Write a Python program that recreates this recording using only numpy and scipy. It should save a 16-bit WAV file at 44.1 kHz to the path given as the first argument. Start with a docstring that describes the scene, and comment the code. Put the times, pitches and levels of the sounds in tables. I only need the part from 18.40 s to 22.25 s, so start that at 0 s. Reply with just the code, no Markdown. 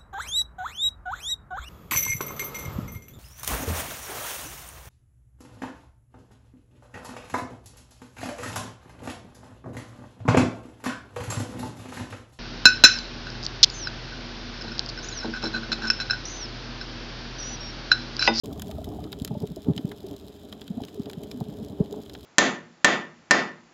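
"""Glugs and snapping shrimp on a coral reef

Heard under water from inside a camera housing, the "case". Air pockets glug as sliding tones that shake the case.
Bubbles ring as fading sine tones, with two dull knocks; a bubble cloud rumbles as filtered noise, strongest early.
Shrimp snap as short bursts of noise: a few close by, countless others as ticks and a smooth sizzle."""
import sys
import numpy as np
from scipy import signal
from scipy.fft import rfft, irfft
from scipy.io import wavfile
from scipy.ndimage import uniform_filter1d

SR = 44100
rng = np.random.default_rng(int(sys.argv[2]) if len(sys.argv) > 2 else 0)


def transcribe(signal):
    """Save signal, clipped to [-1, 1], as a 16-bit WAV file at the path in sys.argv[1]."""
    frames = np.atleast_2d(signal).T
    limited = np.clip(frames, -1, 1)
    pcm = np.round(limited * 32767).astype(np.int16)
    wavfile.write(sys.argv[1], SR, pcm)


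N = 169785  # length of the scene in samples


def undb(db):
    """Turn decibels into a gain."""
    return 10 ** (np.asarray(db) / 20)


def unit(x):
    """Scale a sound to an rms (average strength) of 1."""
    return x / np.sqrt(np.mean(x ** 2) + 1e-20)


def curve(rows):
    """Join (time, value) rows by straight lines over the whole scene."""
    times_s, values = np.array(rows).T
    return np.interp(np.arange(N) / SR, times_s, values)


def walk(rate_hz):
    """Wander smoothly around zero, heading for a new random value rate_hz times a second."""
    step = int(SR / rate_hz)
    stairs = np.repeat(rng.standard_normal(1000), step)[:N]
    return 2.0 * uniform_filter1d(stairs, step)


def band(x, lo_hz, hi_hz):
    """Keep mainly the sound between two frequencies."""
    edges_hz = [lo_hz, min(hi_hz, SR / 2 - 100)]
    return signal.sosfilt(signal.butter(3, edges_hz, "band", fs=SR, output="sos"), x)


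def colour(x, points):
    """Filter through (pitch, level) points without any sound before its cause."""
    size = 8192
    hz, db = np.array(points).T
    grid_hz = np.arange(size // 2 + 1) * SR / size
    gain = undb(np.interp(np.log(grid_hz + 1), np.log(hz), db))
    # folding the cepstrum makes the filter respond as early as it can (minimum phase)
    cepstrum = irfft(np.log(gain))
    cepstrum[1:size // 2] *= 2
    cepstrum[size // 2 + 1:] = 0
    response = irfft(np.exp(rfft(cepstrum)))
    return signal.fftconvolve(x, response)[:len(x)]


def add(out, start_s, x):
    """Mix a short sound in at a given time."""
    i = int(np.clip(start_s * SR, 0, N - 1))
    out[i:i + len(x)] += x[:N - i]


ATTACK_SHARE, RELEASE_SHARE = 0.5, 0.51  # rise and fall times, as shares of a glug's length
WOBBLE = 0.046  # typical random pitch change, as a share of the pitch
SPLASH_STRETCH = 1.25  # the push on the case fades this many times slower than the tone
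SPLASH_DB, THUMP_DB = -13, -8.5  # case ring and dull thump, relative to the glug


def swell(u):
    """Rise and fall smoothly around u = 0, where u is time counted in glug lengths."""
    return np.exp(-(u / np.where(u < 0, ATTACK_SHARE, RELEASE_SHARE)) ** 2)


def pulsation(length_s, hz, fall):
    """A pocket of air swings for a few cycles while its pitch slides; the peak lies 0.1 s in."""
    u = (np.arange(SR // 5) / SR - 1 / 10) / length_s
    wobble = np.interp(u, np.linspace(-2, 2, 10), rng.standard_normal(10))
    pitch_hz = hz * 2 ** (-fall * np.clip(u, -1, 2)) * (1 + WOBBLE * wobble)
    phase = 2 * np.pi * np.cumsum(pitch_hz) / SR
    tone = swell(u) * np.cos(phase - phase[SR // 10])  # a crest of the wave falls on the peak
    push = swell(np.where(u < 0, u, u / SPLASH_STRETCH))
    return tone, push


# Air pockets glugging against the case. A negative fall slides the pitch upward.
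# Columns: peak_s [s], level_db [dB], length_s [s], pitch_hz [Hz at the peak], fall [octaves per length]
GLUG_EVENTS = [(.821, -24.5, 0.011, 241, -0.17), (.914, -22, 0.02, 190, 0.85),
               (.937, -28, 0.021, 180, 0.62), (.974, -24.5, 0.015, 209, 1),
               (1.037, -25.5, 0.013, 175, -0.014), (1.115, -27.5, 0.025, 177, 0.85),
               (1.288, -17, 0.011, 246, 0.63), (1.300, -14.5, 0.028, 193, 1),
               (1.372, -25, 0.016, 189, 0.86), (1.396, -25, 0.0093, 256, 0.13),
               (1.452, -19.5, 0.0089, 186, 1), (2.311, -25, 0.016, 187, 0.98),
               (2.378, -22.5, 0.017, 241, -0.044), (2.419, -25, .008, 214, 0.17),
               (2.601, -22, 0.011, 233, 0.14), (2.781, -29, 0.017, 173, 1), (2.935, -37, 0.013, 230, -1.7),
               (3.021, -21, 0.015, 155, 0.5), (3.092, -29, 0.011, 207, 0.056),
               (3.220, -29.5, 0.031, 203, 0.24), (3.410, -13.5, 0.011, 175, 0.93)]


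def glugs():
    """Each glug is a sliding pulsation that also shakes the case and pushes it with a dull thump."""
    tones, shake = np.zeros(N), np.zeros(N)
    for peak_s, level_db, length_s, pitch_hz, fall in GLUG_EVENTS:
        tone, push = pulsation(length_s, pitch_hz, fall)
        add(tones, peak_s - 1 / 10, undb(level_db) * tone)
        add(shake, peak_s - 1 / 10, undb(level_db) * push)
    splash = undb(SPLASH_DB) * case_ring()
    thump = undb(THUMP_DB) * unit(band(rng.standard_normal(N), 95.0, 187))
    return tones + shake * (splash + thump)


# Low modes of the case: the pitches at which it likes to ring. Each filter is applied twice.
# Columns: pitch_hz [Hz], width_hz [Hz, of one filter pass], level_db [dB, relative to the other modes]
CASE_RESONANCES = [(93, 114, -4.5), (209, 107, -0.5), (290.5, 38, 3), (409.3, 60, 2.5), (603, 114, -9.5),
                   (722, 343, -17)]


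def case_ring():
    """Turbulent water, made of noise, rings the low modes of the case, with dark valleys between them."""
    modes = 0
    for pitch_hz, width_hz, level_db in CASE_RESONANCES:
        peak = signal.iirpeak(pitch_hz, pitch_hz / width_hz, fs=SR)
        once = signal.lfilter(*peak, rng.standard_normal(N))
        modes = modes + undb(level_db) * signal.lfilter(*peak, once)
    return unit(band(modes, 71, 1210))


BUBBLE_RISE_S = .0015  # softens the start of each bubble or knock

# Single bubbles as fading tones, and two dull knocks (3.010, 3.541) that die within about one cycle.
# Columns: start_s [s], level_db [dB, before rise and fading], ring_s [s to fade to 37 %], pitch_hz [Hz]
BUBBLE_AND_KNOCK_EVENTS = [(.093, -28.5, 0.025, 275), (.415, -32.5, .008, 673), (.476, -34.5, 0.01, 695),
                           (.908, -34.5, 0.0095, 817), (.293, -25.5, 0.0058, 638),
                           (.384, -23.5, 0.0071, 630), (.528, -34.5, 0.0074, 744), (.587, -28, 0.0068, 730),
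                           (0.653, -26, 0.016, 307), (.950, -27, 0.0086, 593), (.950, -38, 0.012, 876),
                           (1.167, -22.5, 0.0049, 370), (1.170, -31.5, 0.01, 635), (1.64, -28, 0.015, 380),
                           (2.379, -34.5, 0.018, 673), (2.402, -23.5, 0.0027, 770),
                           (2.574, -31, 0.046, 403), (2.944, -30, 0.062, 247.7),
                           (3.010, -16.5, 0.0014, 766), (3.400, -18.5, 0.011, 412),
                           (3.525, -25.5, 0.014, 419), (3.541, -15.5, 0.00095, 740)]


def bubbles_and_knocks():
    """Single bubbles ring down at a steady pitch; two dull knocks die within about one cycle."""
    out, t = np.zeros(N), np.arange(SR // 5) / SR
    rise = 1 - np.exp(-t / BUBBLE_RISE_S)
    for start_s, level_db, ring_s, pitch_hz in BUBBLE_AND_KNOCK_EVENTS:
        tone = np.exp(-t / ring_s) * np.sin(2 * np.pi * pitch_hz * t)
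        add(out, start_s, undb(level_db) * rise * tone)
    return out


FIZZ_S, FIZZ_PER_S = .72, 140  # bubbles start within this time, this many a second
FIZZ_LOW_HZ, FIZZ_HIGH_HZ = 623, 1470
FIZZ_DB = -40.5  # upper limit of the level, before rise and fading
FIZZ_CYCLES = 5.3  # cycles until a bubble has faded to 37 %
FIZZ_SLOPE = 0.22  # how strongly a higher pitch means a fainter bubble


def fizz():
    """Tiny bubbles burble inside the cloud; the smaller, the higher, shorter and fainter."""
    out, t = np.zeros(N), np.arange(SR // 10) / SR
    rise = 1 - np.exp(-t / BUBBLE_RISE_S)
    for when, height, strength in rng.random((int(FIZZ_PER_S * FIZZ_S), 3)):
        hz = FIZZ_LOW_HZ * (FIZZ_HIGH_HZ / FIZZ_LOW_HZ) ** (height ** 2)  # mostly low pitches
        ring = rise * np.exp(-hz * t / FIZZ_CYCLES) * np.sin(2 * np.pi * hz * t)
        gain = undb(FIZZ_DB) * strength * (FIZZ_LOW_HZ / hz) ** FIZZ_SLOPE
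        add(out, when * FIZZ_S, gain * ring)
    return out


SNAP_RISE_S, SNAP_DECAY_S = .0004, .0019  # before stretching
TAIL_DECAY_S, TAIL_DB = .006, -21  # faint tail: time before stretching, level relative to the snap


def snap_envelope(stretch=1):
    """A snap rises within about a millisecond, fades over a few milliseconds and leaves a faint noisy tail."""
    t = np.arange(SR // 20) / SR / stretch
    fading = np.exp(-t / SNAP_DECAY_S) + undb(TAIL_DB) * np.exp(-t / TAIL_DECAY_S)
    return (1 - np.exp(-t / SNAP_RISE_S)) * fading


# How the case colours the shrimp sounds.
# Columns: pitch_hz [Hz], level_db [dB, relative]
CASE_COLOUR = [(600, 12.5), (1700, 4), (2150, -1.5), (2550, 2.5), (2800, 0), (3100, 10), (4050, 6.5),
               (4350, -3.5), (5100, 1.5), (5800, -9.5), (7300, -2), (8100, -12), (12000, -8.5), (12600, -3),
               (13100, -9), (15800, -12)]


def through_case(x):
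    """The case strengthens some pitches and weakens others."""
    return colour(x, CASE_COLOUR)


SNAP_SPAN_S = .0009  # a part's whole energy, packed into this time, would have the level in the table

# Snaps of close shrimp.
# Columns: start_s [s], body_db [dB], middle_db [dB], treble_db [dB]
CLOSE_SNAPS = [(.1958, -40, -36, -35), (.2195, -37, -32, -30), (.312, -46, -36, -40), (.443, -53, -41, -39),
               (.6395, -48, -38, -48), (.7275, -34, -28, -37), (.8476, -41, -32, -24),
               (.876, -39, -34, -39), (1.1603, -58, -54, -39), (1.3773, -34, -24, -42),
               (1.515, -33, -41, -46), (2.1255, -37, -32, -42), (2.2152, -42, -35, -47),
               (2.2783, -52, -37, -44), (2.4355, -43, -33, -52), (2.483, -47, -40, -53),
               (2.657, -45, -39, -51), (2.6975, -37, -35, -41), (2.732, -51, -36, -43),
               (2.8345, -52, -42, -41), (2.9131, -45, -32, -42), (3.6958, -47, -37, -46),
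               (3.7503, -40, -35, -53)]
# Body, middle and treble of a snap, one row each.
# Columns: from_hz [Hz], to_hz [Hz], stretch [times the basic snap length]
SNAP_PARTS = [(680, 2200, 2.15), (1800, 5700, 1.3), (5330, 16500, 0.76)]


def close_snaps():
    """Nearby shrimp burst with their own balance of body, middle and treble; the treble dies first."""
    out = np.zeros(N)
    for start_s, *levels_db in CLOSE_SNAPS:
        for (from_hz, to_hz, stretch), level_db in zip(SNAP_PARTS, levels_db):
            burst = snap_envelope(stretch) * rng.standard_normal(SR // 20)
            part = band(through_case(burst), from_hz, to_hz)
            even_energy = np.sqrt(SNAP_SPAN_S * SR / np.sum(part ** 2))
            add(out, start_s, undb(level_db) * part * even_energy)
    return out


# Stir of the water along the case, before its flicker.
# Columns: time_s [s], level_db [dB]
STIR_LEVEL = [(0, -41.5), (.4, -41.5), (.7, -42), (.85, -42.5), (1.2, -45.5), (1.5, -41.5), (1.72, -41.5),
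              (1.87, -47.5), (2.03, -45.5), (2.1, -43), (2.42, -42), (2.53, -46.5), (2.7, -43),
              (2.88, -41.5), (3.02, -39.5), (3.3, -41.5), (3.57, -38.5), (3.66, -45)]
# Deep rumble of the bubble cloud over time.
# Columns: time_s [s], level_db [dB]
CLOUD_LEVEL = [(0, -44.5), (.25, -36), (.7, -43), (1.5, -51.5), (2.6, -57), (3.1, -47), (3.85, -51.5)]
# Colour of that rumble.
# Columns: pitch_hz [Hz], level_db [dB, relative]
RUMBLE_COLOUR = [(24, -37), (37, -12), (48, -6.5), (62, 3.5), (120, -2.5), (250, -5.5), (500, -26),
                 (1500, -50.5)]


def rumble():
    """Water stirs unevenly along the case, over the deep churn of the bubble cloud."""
    flicker_db = 2 * walk(35)
    stir = case_ring() * undb(curve(STIR_LEVEL) + flicker_db)
    churn = unit(colour(rng.standard_normal(N), RUMBLE_COLOUR))
    return stir + churn * undb(curve(CLOUD_LEVEL))


CRACKLE_PER_S, CRACKLE_DB, FAR_REEF_DB = 260, -58.3, -60.5  # ticks a second; rms of ticks and sizzle
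CRACKLE_SPREAD_DB, CRACKLE_RANGE_DB = 5, 21  # typical and largest boost of a tick over the faintest
CRACKLE_TILT_DB = 8  # dull part is lowered and bright part raised by up to twice this


def reef():
    """Countless shrimp farther off: separate ticks, dull or bright, above a smooth sizzle."""
    dull, bright, far = (through_case(rng.standard_normal(N)) for _ in range(3))
    hits = np.zeros((2, N))  # dull and bright strength of each tick
    for when, size, tilt in rng.random((int(CRACKLE_PER_S * N / SR), 3)):
        level_db = min(-CRACKLE_SPREAD_DB * np.log(size), CRACKLE_RANGE_DB)
        tilt_db = CRACKLE_TILT_DB * (2 * tilt - 2) * np.array([1, -1])
        hits[:, int(when * N)] += undb(level_db + tilt_db)
    envelopes = []
    for strengths, stretch in zip(hits, (1, .6)):  # the bright part is shorter
        power = signal.fftconvolve(strengths ** 2, snap_envelope(stretch) ** 2)[:N]
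        envelopes.append(np.sqrt(np.abs(power)))
    ticks = envelopes[0] * band(dull, 600, 4000) + envelopes[1] * band(bright, 4030, 21200)
    sizzle = unit(band(far, 640, 14000))
    return undb(CRACKLE_DB) * unit(ticks) + undb(FAR_REEF_DB) * sizzle


def scene():
    """Add up everything that reaches the housing, in one channel."""
    water = glugs() + bubbles_and_knocks() + fizz() + rumble()
    return (water + close_snaps() + reef())[None]


def record(dry):
    """The camera opens its sound a moment late, over 2 ms, and cuts the highest treble."""
    opening = np.clip((np.arange(N) / SR - .035) * 500, 0, 1)  # silent for the first 0.035 s
    top_cut = signal.ellip(10, .2, 70, 15900, fs=SR, output="sos")  # steep low-pass at 15900 Hz
    return signal.sosfilt(top_cut, dry * opening)


dry = scene()
out = record(dry)
transcribe(out)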